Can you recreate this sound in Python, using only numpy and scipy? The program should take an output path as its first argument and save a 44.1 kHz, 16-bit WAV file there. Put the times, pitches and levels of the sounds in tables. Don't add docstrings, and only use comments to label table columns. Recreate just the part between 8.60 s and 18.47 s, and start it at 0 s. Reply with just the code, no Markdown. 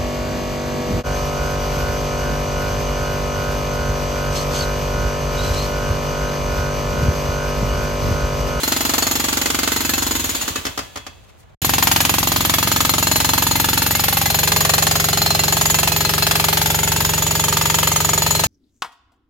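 import sys
import numpy as np
from scipy import signal
from scipy.fft import rfft, irfft
from scipy.io import wavfile

SR = 44100
rng = np.random.default_rng(int(sys.argv[2]) if len(sys.argv) > 2 else 0)


def waveform_to_disk(signal):
    frames = np.transpose(np.atleast_2d(signal))
    scaled = np.clip(frames, -1, 1) * 32767
    samples = np.round(scaled).astype(np.int16)
    wavfile.write(sys.argv[1], SR, samples)


N = 435266
TIME = np.arange(N) / SR
BLOW_HZ = 23
CORNER_END_S, WALL_START_S = 2.95, 3.017
PISTON_TURN = .36
COAST_S, FAN_FALL_DB_PER_S, RING_FALL_DB_PER_S = 1.83, 33, 50
LEAN_S, LEAN_TAKES_S, LEAN_BOOM_DB, LEAN_DRONE_DB = 5.17, 0.71, -18.5, 21


def amp(db):
    return 10 ** (np.asarray(db) / 20)


def curve(rows, at):
    s, *columns = np.transpose(rows)
    return [np.interp(at, s, c) for c in columns]


def ramp(at, start_s, takes_s):
    return np.clip((at - start_s) / takes_s, 0, 1)


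def coasted(at):
    return np.maximum(at - COAST_S, 0) * (at < CORNER_END_S)


def scatter(times, spread):
    return spread * rng.standard_normal(len(times))


def drift(times, spread, memory=0.85):
    return signal.lfilter([np.sqrt(1 - memory ** 2)], [1, -memory], scatter(times, spread))


def filtered(x, order, hz, kind="low"):
    return signal.sosfilt(signal.butter(order, hz, kind, fs=SR, output="sos"), x)


def convolve(x, taps):
    x, taps = (np.atleast_2d(a).astype(np.float32) for a in (x, taps))
    return signal.oaconvolve(x, taps, axes=-1)[:, :N]


def response(points, size=8192):
    hz, db = np.transpose(points)
    spectrum_db = np.interp(np.log(np.fft.rfftfreq(size, 1 / SR) + 1), np.log(hz), db)
    cepstrum = irfft(np.log(amp(spectrum_db)))
    cepstrum[1:size // 2] *= 2
    cepstrum[size // 2 + 1:] = 0
    return irfft(np.exp(rfft(cepstrum)))[:size // 2]


def decay(t, t60):
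    return np.exp(-np.log(1000) * t / t60)


def modes(table, rise_s, size):
    t = TIME[:size]
    ring = sum(amp(db) * np.sin(2 * np.pi * hz * t) * decay(t, t60) for hz, t60, db in table)
    return ring * (1 - np.exp(-t / rise_s))


def per_stroke(ring):
    return ring * np.sqrt(SR / BLOW_HZ / np.sum(ring ** 2))


def pulses(times, db):
    return np.bincount(np.clip(times * SR, 0, N).astype(int), amp(db) * np.ones(len(times)), N + 1)[:N]


def place(times, sounds):
    out = np.zeros(N + sounds.shape[1])
    for start, sound in zip(np.clip(times * SR, 0, N).astype(int), sounds):
        out[start:start + len(sound)] += sound
    return out[:N]


# (frequency [Hz], level [dB])
SIDE_SPECTRUM = [(60, -5.5), (150, -2.5), (260, 2), (600, 1.5), (2000, -3), (5000, -.5), (15000, 2.5)]


def stereo(pair):
    side = convolve(pair[1], response(SIDE_SPECTRUM, size=2048))[0]
    return np.array([pair[0] + side, pair[0] - side]) / np.sqrt(2)


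def noise(points):
    return stereo(convolve(rng.standard_normal((2, N)), response(points)))


# (frequency [Hz], level [dB])
RUMBLE_SPECTRUM = [(25, -43), (55, -23), (86, -22), (130, -28.5), (250, -42), (700, -40.5), (2600, -52),
                   (6000, -71), (15000, -73)]


def outdoors():
    return noise(RUMBLE_SPECTRUM)


def yard(x, db, t60=0.28, build_s=0.018, band_hz=(220, 6500), size=26000):
    t = TIME[:size]
    tail = rng.standard_normal((2, size)) * decay(t, t60) * ramp(t, 0, build_s) ** 2
    tail /= np.sqrt(np.sum(tail ** 2) / 2)
    return x + amp(db) * convolve(x, filtered(tail, 1, band_hz, "band"))


# (time [s], half-width [s], level [dB], centre frequency [Hz])
GRIT_RASPS = [(2.645, 0.0097, -57, 3430), (2.698, 0.014, -51, 1500), (2.802, 0.023, -55, 6000),
              (2.834, .008, -54, 1500), (2.897, .008, -58, 900)]


def scrapes(size=8192):
    t, rasps = TIME[:size] - TIME[size // 2], []
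    for _, width, db, hz in GRIT_RASPS:
        grit = filtered(rng.standard_normal((2, size)), 1, [hz / 2, hz * 2], "band")
        rasps.append(amp(db) * np.exp(-(t / width) ** 2) * grit / grit.std())
    starts = np.array(GRIT_RASPS)[:, 0] + t[0]
    return np.array([place(starts, np.array(rasps)[:, c]) for c in (0, 1)])


def orders(times, table):
    running = (TIME > times[0]) & (TIME < times[-1])
    turns = np.interp(TIME, times, np.arange(len(times))) - PISTON_TURN
    return running * sum(amp(db) * np.sqrt(2) * np.sin(-2 * np.pi * order * turns) for order, db in table)


# (order [cycles per stroke], level [dB])
DRONE_ORDERS = [(7, -37.5), (9, -42.5), (13, -44.5), (15, -45.5), (17, -41.5), (18, -41.5), (22, -47.5),
                (25, -46.5), (26, -50.5), (28, -49.5), (30, -49.5)]
# (order [cycles per stroke], level [dB])
WHINE_ORDERS = [(92, -68.5), (288, -44.5)]


def motor(times, spot, flutter_db=2.0, drone_db=-21):
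    turns = np.interp(TIME, times, np.arange(len(times)))
    fan = noise(spot["fan"]) * amp(flutter_db * np.sin(2 * np.pi * turns))
    drone = orders(times, DRONE_ORDERS) * amp(drone_db + LEAN_DRONE_DB * ramp(TIME, LEAN_S, LEAN_TAKES_S))
    whine = orders(times, WHINE_ORDERS)
    return (fan + drone + whine) * amp(spot["motor_db"] - FAN_FALL_DB_PER_S * coasted(TIME))


# (time [s], half-width [s], level relative to the thuds [dB])
BASS_SWELLS = [(1.552, .25, 2), (5.8, 0.24, -18), (8.35, 0.3, -4)]


def swell_bass(thuds, deep_hz=78):
    swells = sum(amp(db) * np.exp(-((TIME - s) / width) ** 2) for s, width, db in BASS_SWELLS)
    bass = signal.sosfiltfilt(signal.butter(2, deep_hz, fs=SR, output="sos"), thuds)
    return thuds + swells * bass


def piston(times, db, spot, trim_db=-1.0, hollow_hz=(135, 195)):
    gaps = np.minimum(np.diff(times, append=2 * times[-1] - times[-2]), .06)
    thud = per_stroke(response(spot["piston"], size=4096))
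    thud = thud - 2 * filtered(thud, 1, hollow_hz, "band")
    return convolve(pulses(times + PISTON_TURN * gaps, db + trim_db + scatter(times, 0.099)), thud)


# (frequency [Hz], 60 dB decay time [s], level [dB])
BARREL_MODES = [(2565, .5, 1), (2597, .6, -2), (2690, 0.51, -6), (3360, .45, 2), (3900, 0.63, -10),
                (4630, 0.51, -5)]


def barrel(times, force_db, bell_db=-45.5, follow=0.28, jitter_s=.0003):
    bell = per_stroke(modes(BARREL_MODES, rise_s=.002, size=32768))
    return convolve(pulses(times + scatter(times, jitter_s), follow * force_db + bell_db), bell)


# (frequency [Hz], 60 dB decay time [s], level [dB])
CASING_MODES = [(267.4, 0.059, 6), (316.5, 0.081, -1.5)]


def casing(times, db, trim_db=-4):
    boom = per_stroke(modes(CASING_MODES, rise_s=0.0022, size=2048))
    return convolve(pulses(times, db + trim_db + scatter(times, 0.53)), boom)


# (frequency [Hz], level [dB])
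HOLDER_MODES = [(1720, 1), (2070, 2.5), (2680, 5.5), (3050, 2), (3380, 3), (3800, -17), (4550, 3),
                (5350, 2)]


def clank(times, db, t60=0.11, spread_db=4.5, wander=0.0249, rise_s=0.0018, size=2400):
    t, shape = TIME[:size], (len(times), len(HOLDER_MODES), 1)
    hz, mode_db = np.transpose(HOLDER_MODES)[..., None]
    phase = 2 * np.pi * hz * (1 + wander * rng.standard_normal(shape)) * t
    envelope = per_stroke((1 - np.exp(-t / rise_s)) * decay(t, t60))
    hit = amp(db[:, None, None] + mode_db + spread_db * rng.standard_normal(shape)) / np.sqrt(len(hz))
    sides = [np.sum(hit * np.sin(phase + 2 * np.pi * rng.random(shape)), axis=1) for _ in (0, 1)]
    return np.array([place(times, side * envelope) for side in sides])


CHISEL_FREQUENCIES = [4161, 4936, 6422, 6878, 7930, 9092, 10271, 11020, 12726, 13770, 13950]
# (60 dB decay time [s], level [dB], group [0 low, 1 main, 2 high])
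CHISEL_MODES = [(0.063, 3.5, 0), (0.097, -4.5, 0), (0.11, -10.5, 1), (0.084, 1, 1), (.09, -12, 1),
                (0.12, -16, 2), (0.1, -11.5, 2), (0.06, -17.5, 2), (0.1, -2.5, 2), (0.081, -11.5, 2),
                (0.11, -10, 2)]
# (time [s], low [dB], main [dB], high [dB])
CORNER_RING_LEVELS = [(0, -35, -40.5, -29), (.45, -37.5, -27.5, -29), (.95, -41, -36, -34.5),
                      (1.2, -37, -32, -29.5), (1.8, -44, -28.5, -33)]
WALL_RING_LEVELS = [(3.05, -38, -29.5, -25), (3.8, -38, -31.5, -25), (4.65, -34, -27, -25.5),
                    (5.45, -37, -31.5, -23), (6.35, -31.5, -25.5, -26.5), (6.72, -27.5, -31.5, -30),
                    (7.05, -37.5, -21.5, -24.5), (7.6, -30.5, -33.5, -27.5), (8.2, -42, -27.5, -25),
                    (8.6, -43, -26, -28), (9.8, -34, -25.5, -27.5)]


def chisel(times, group_db, spot, trim_db=0.5, rise_s=0.0069, uneven_db=3.5, split=0.0025, size=5000):
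    t = TIME[:size]
    hz, t60, db, group = np.repeat(np.column_stack([CHISEL_FREQUENCIES, CHISEL_MODES]), 2, axis=0).T
    hz = hz * spot["stiffness"] * (1 + split * (-1) ** np.arange(len(hz)))
    rings = np.exp(np.outer(2j * np.pi * hz - np.log(1000) / t60, t)) * (1 - np.exp(-t / rise_s))
    rings *= np.sqrt(SR / BLOW_HZ / np.sum(abs(rings) ** 2, axis=1))[:, None]
    shape = (len(times), len(hz))
    hit = amp(group_db[group.astype(int)].T + db + trim_db) * np.exp(2j * np.pi * rng.random(shape))
    sides = [hit * amp(uneven_db * rng.standard_normal(shape)) * np.exp(1j * rng.standard_normal(shape))
             for _ in (0, 1)]
    return np.array([place(times, (side @ rings).imag) for side in sides])


# (time [s], lower frequency [Hz], upper frequency [Hz])
CORNER_SLAB_MODES = [(0, 850, 1260), (1.0, 850, 1200), (1.6, 980, 1120)]
WALL_SLAB_MODES = [(3.05, 797, 1080), (4.3, 910, 1240), (4.9, 910, 1235), (5.15, 870, 1320),
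                   (5.6, 806, 1080), (6.2, 830, 1240), (7.95, 850, 1236), (8.25, 890, 1410),
                   (8.6, 890, 1175), (9.8, 900, 1210)]


def knock(times, db, slab, spot, t60s=(0.023, 0.026), upper_db=-5, wander=0.0046, size=2000):
    t = TIME[:size]
    pitches = [hz * (1 + scatter(times, wander)) for hz in curve(slab, times)]
    lower, upper = (np.sin(2 * np.pi * hz[:, None] * t) * decay(t, t60) for hz, t60 in zip(pitches, t60s))
    blows = filtered(lower + amp(upper_db) * upper, 2, 520, "high")
    blows = amp(db + spot["knock_db"])[:, None] * np.array([per_stroke(b) for b in blows])
    paths = sum(amp(echo_db) * place(times + ms / 1000, blows) for ms, echo_db in spot["echoes"])
    return paths / np.sqrt(sum(amp(echo_db) ** 2 for _, echo_db in spot["echoes"]))


def clatter(times, db, spot, likeness=0.89, rise_s=0.0013, grit_db=2, size=3000):
    t = TIME[:size]
    fresh = rng.standard_normal((len(times), 2, size))
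    initial = likeness * rng.standard_normal((1, 2, size))
    bursts, _ = signal.lfilter([np.sqrt(1 - likeness ** 2)], [1, -likeness], fresh, axis=0, zi=initial)
    grit = amp(grit_db * np.repeat(rng.standard_normal((len(times), size // 20)), 20, axis=1))
    envelope = amp(db)[:, None] * grit * (1 - np.exp(-t / rise_s)) * np.exp(-t / spot["fade_s"])
    contacts = [place(times, bursts[:, c] * envelope) for c in (0, 1)]
    return stereo(convolve(contacts, response(spot["clatter"])))


def soften(x, dull_hz=5000, fall_db_per_s=14):
    low = filtered(x, 1, dull_hz)
    return low + (x - low) * amp(-fall_db_per_s * coasted(TIME))


# (time [s], force [dB])
COASTING_BLOWS = [(1.595, -2.5), (1.641, -1.5), (1.691, -2), (1.748, -3), (1.811, -4), (1.878, 0.5),
                  (1.957, 0), (2.051, -1.5), (2.175, -3.5), (2.357, -10.5), (2.465, -13)]


def run_down(ring_db=-2.0, rebound_s=0.014, rebound_db=-2, free_gap_s=.1):
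    times, force_db = np.transpose(COASTING_BLOWS)
    blows = np.transpose([times, force_db, ring_db - RING_FALL_DB_PER_S * coasted(times)])
    rebounds = blows[:-1][np.diff(times) > free_gap_s] + [rebound_s, rebound_db, rebound_db]
    blows = np.vstack([blows, rebounds])
    return blows[np.argsort(blows[:, 0])]


# (time [s], stroke landing then [count])
CORNER_STROKES = [(.0323, 0), (1.5518, 35)]
WALL_STROKES = [(3.0015, 0), (3.5829, 13), (4.2043, 27), (5.2625, 51), (5.6126, 59), (6.572, 81),
                (7.3612, 99), (7.9708, 113), (8.6639, 129), (9.8362, 156)]
DIG_IN_S, DIG_IN_TAKES_S, BOUNCE_LEFT = 3.9, .55, .13


def strokes(pace, late_s=.0007, soft_db=0.3, glance_db=0.05, choke_db=1.5, jitter_s=.00007):
    s, number = np.transpose(pace)
    count = np.arange(int(number[-1]) + 1)
    times = np.interp(count, number, s)
    bounce = (1 - (1 - BOUNCE_LEFT) * ramp(times, DIG_IN_S, DIG_IN_TAKES_S)) * (times > CORNER_END_S)
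    weak = (-1) ** count * bounce
    landings = times + late_s * weak + scatter(times, jitter_s)
    force_db = -soft_db * weak - glance_db * bounce + scatter(times, 0.21)
    return np.transpose([landings, force_db, -choke_db * weak])


# piston, clatter and fan spectra (frequency [Hz], level [dB]), echoes (delay [ms], level [dB]),
# clatter time constant [s], stiffness [chisel pitch ratio] and the level of each part [dB]
CORNER_SPOT = dict( piston=[(10, -46), (23, -47), (46, 0), (69, 2.5), (92, 5), (115, -5.5), (160, -4.5),
               (200, -14.5), (260, -3), (500, -54), (3000, -86)], clatter=[(120, -48), (300, -10),
               (600, -6.5), (1100, -4), (1900, -7.5), (2400, -10.5), (3000, -10.5), (4400, -10),
               (5700, -11.5), (6700, -8), (8800, -20), (12000, -16), (15500, -25)], fan=[(60, -19.5),
               (300, -22.5), (900, -24), (1300, -27), (1700, -26.5), (3400, -20.5), (5600, -29.5),
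               (6600, -23), (9000, -31), (15500, -29.5)], echoes=[(0, -11), (3.9, 10), (6.3, 7)],
               fade_s=0.0096, stiffness=1.003, yard_db=-9.5, knock_db=-39.5, piston_db=-34, casing_db=-25.5, motor_db=1.5, clank_db=-33.5)
WALL_SPOT = dict( piston=[(10, -63), (23, -64), (46, -3), (69, -2), (92, 4.5), (115, -2), (138, 0),
             (161, 2), (184, -14), (207, 2.5), (245, -24.5), (390, -18), (600, -34), (3000, -57)],
             clatter=[(120, -28), (470, -13.5), (620, -0.5), (1000, 0), (1400, -1.5), (1750, -2.5),
             (2200, -6), (3200, -3.5), (4500, -7.5), (6000, -7.5), (8500, -14.5), (11500, -10.5),
             (15500, -21)], fan=[(60, -16.5), (300, -22.5), (480, -20.5), (900, -29), (1400, -26.5),
             (2500, -22), (3500, -21.5), (6000, -26.5), (9000, -30), (15500, -30.5)], echoes=[(0, -24),
             (2.2, 31), (4.52, -1), (8.4, -12)],
             fade_s=0.0071, stiffness=1.0001, yard_db=-12, knock_db=-28, piston_db=-25.5, casing_db=-27, motor_db=3, clank_db=-31.5)
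EASE_S, EASE_TAKES_S, EASE_BOOM_DB = 1.52, 0.35, -6


def hammer(blows, slab, ring, spot, seat_db=2.2, knock_drift_db=-0.65):
    times, force_db, ring_db = np.transpose(blows)
    lean = ramp(times, LEAN_S, LEAN_TAKES_S)
    ease = ramp(times, EASE_S, EASE_TAKES_S) * (times < CORNER_END_S)
    direct = (clatter(times, force_db + drift(times, seat_db), spot)
              + knock(times, force_db + drift(times, knock_drift_db), slab, spot)
              + chisel(times, np.array(curve(ring, times)) + ring_db, spot)
              + clank(times, force_db + spot["clank_db"])
              + casing(times, force_db + spot["casing_db"] + LEAN_BOOM_DB * lean + EASE_BOOM_DB * ease)
              + barrel(times, force_db)
              + motor(times, spot))
    thuds = piston(times, force_db + spot["piston_db"], spot)
    return yard(soften(direct), spot["yard_db"]) + swell_bass(thuds)


def scene():
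    corner_blows = np.vstack([strokes(CORNER_STROKES), run_down()])
    corner = hammer(corner_blows, CORNER_SLAB_MODES, CORNER_RING_LEVELS, CORNER_SPOT) + scrapes()
    wall = hammer(strokes(WALL_STROKES), WALL_SLAB_MODES, WALL_RING_LEVELS, WALL_SPOT)
    air = outdoors()
    corner_gate = np.clip((CORNER_END_S - TIME) / 0.0035, 0, 1)
    wall_gate = ramp(TIME, WALL_START_S, 0.0034)
    return (corner + air) * corner_gate + (wall + air) * wall_gate


def record(dry, ceiling=1.14, low_cut_hz=36, top_hz=15950):
    rounded = ceiling * np.tanh(filtered(dry, 2, low_cut_hz, "high") / ceiling)
    return signal.sosfilt(signal.ellip(10, .1, 80, top_hz, fs=SR, output="sos"), rounded)


dry = scene()
out = record(dry)
waveform_to_disk(out)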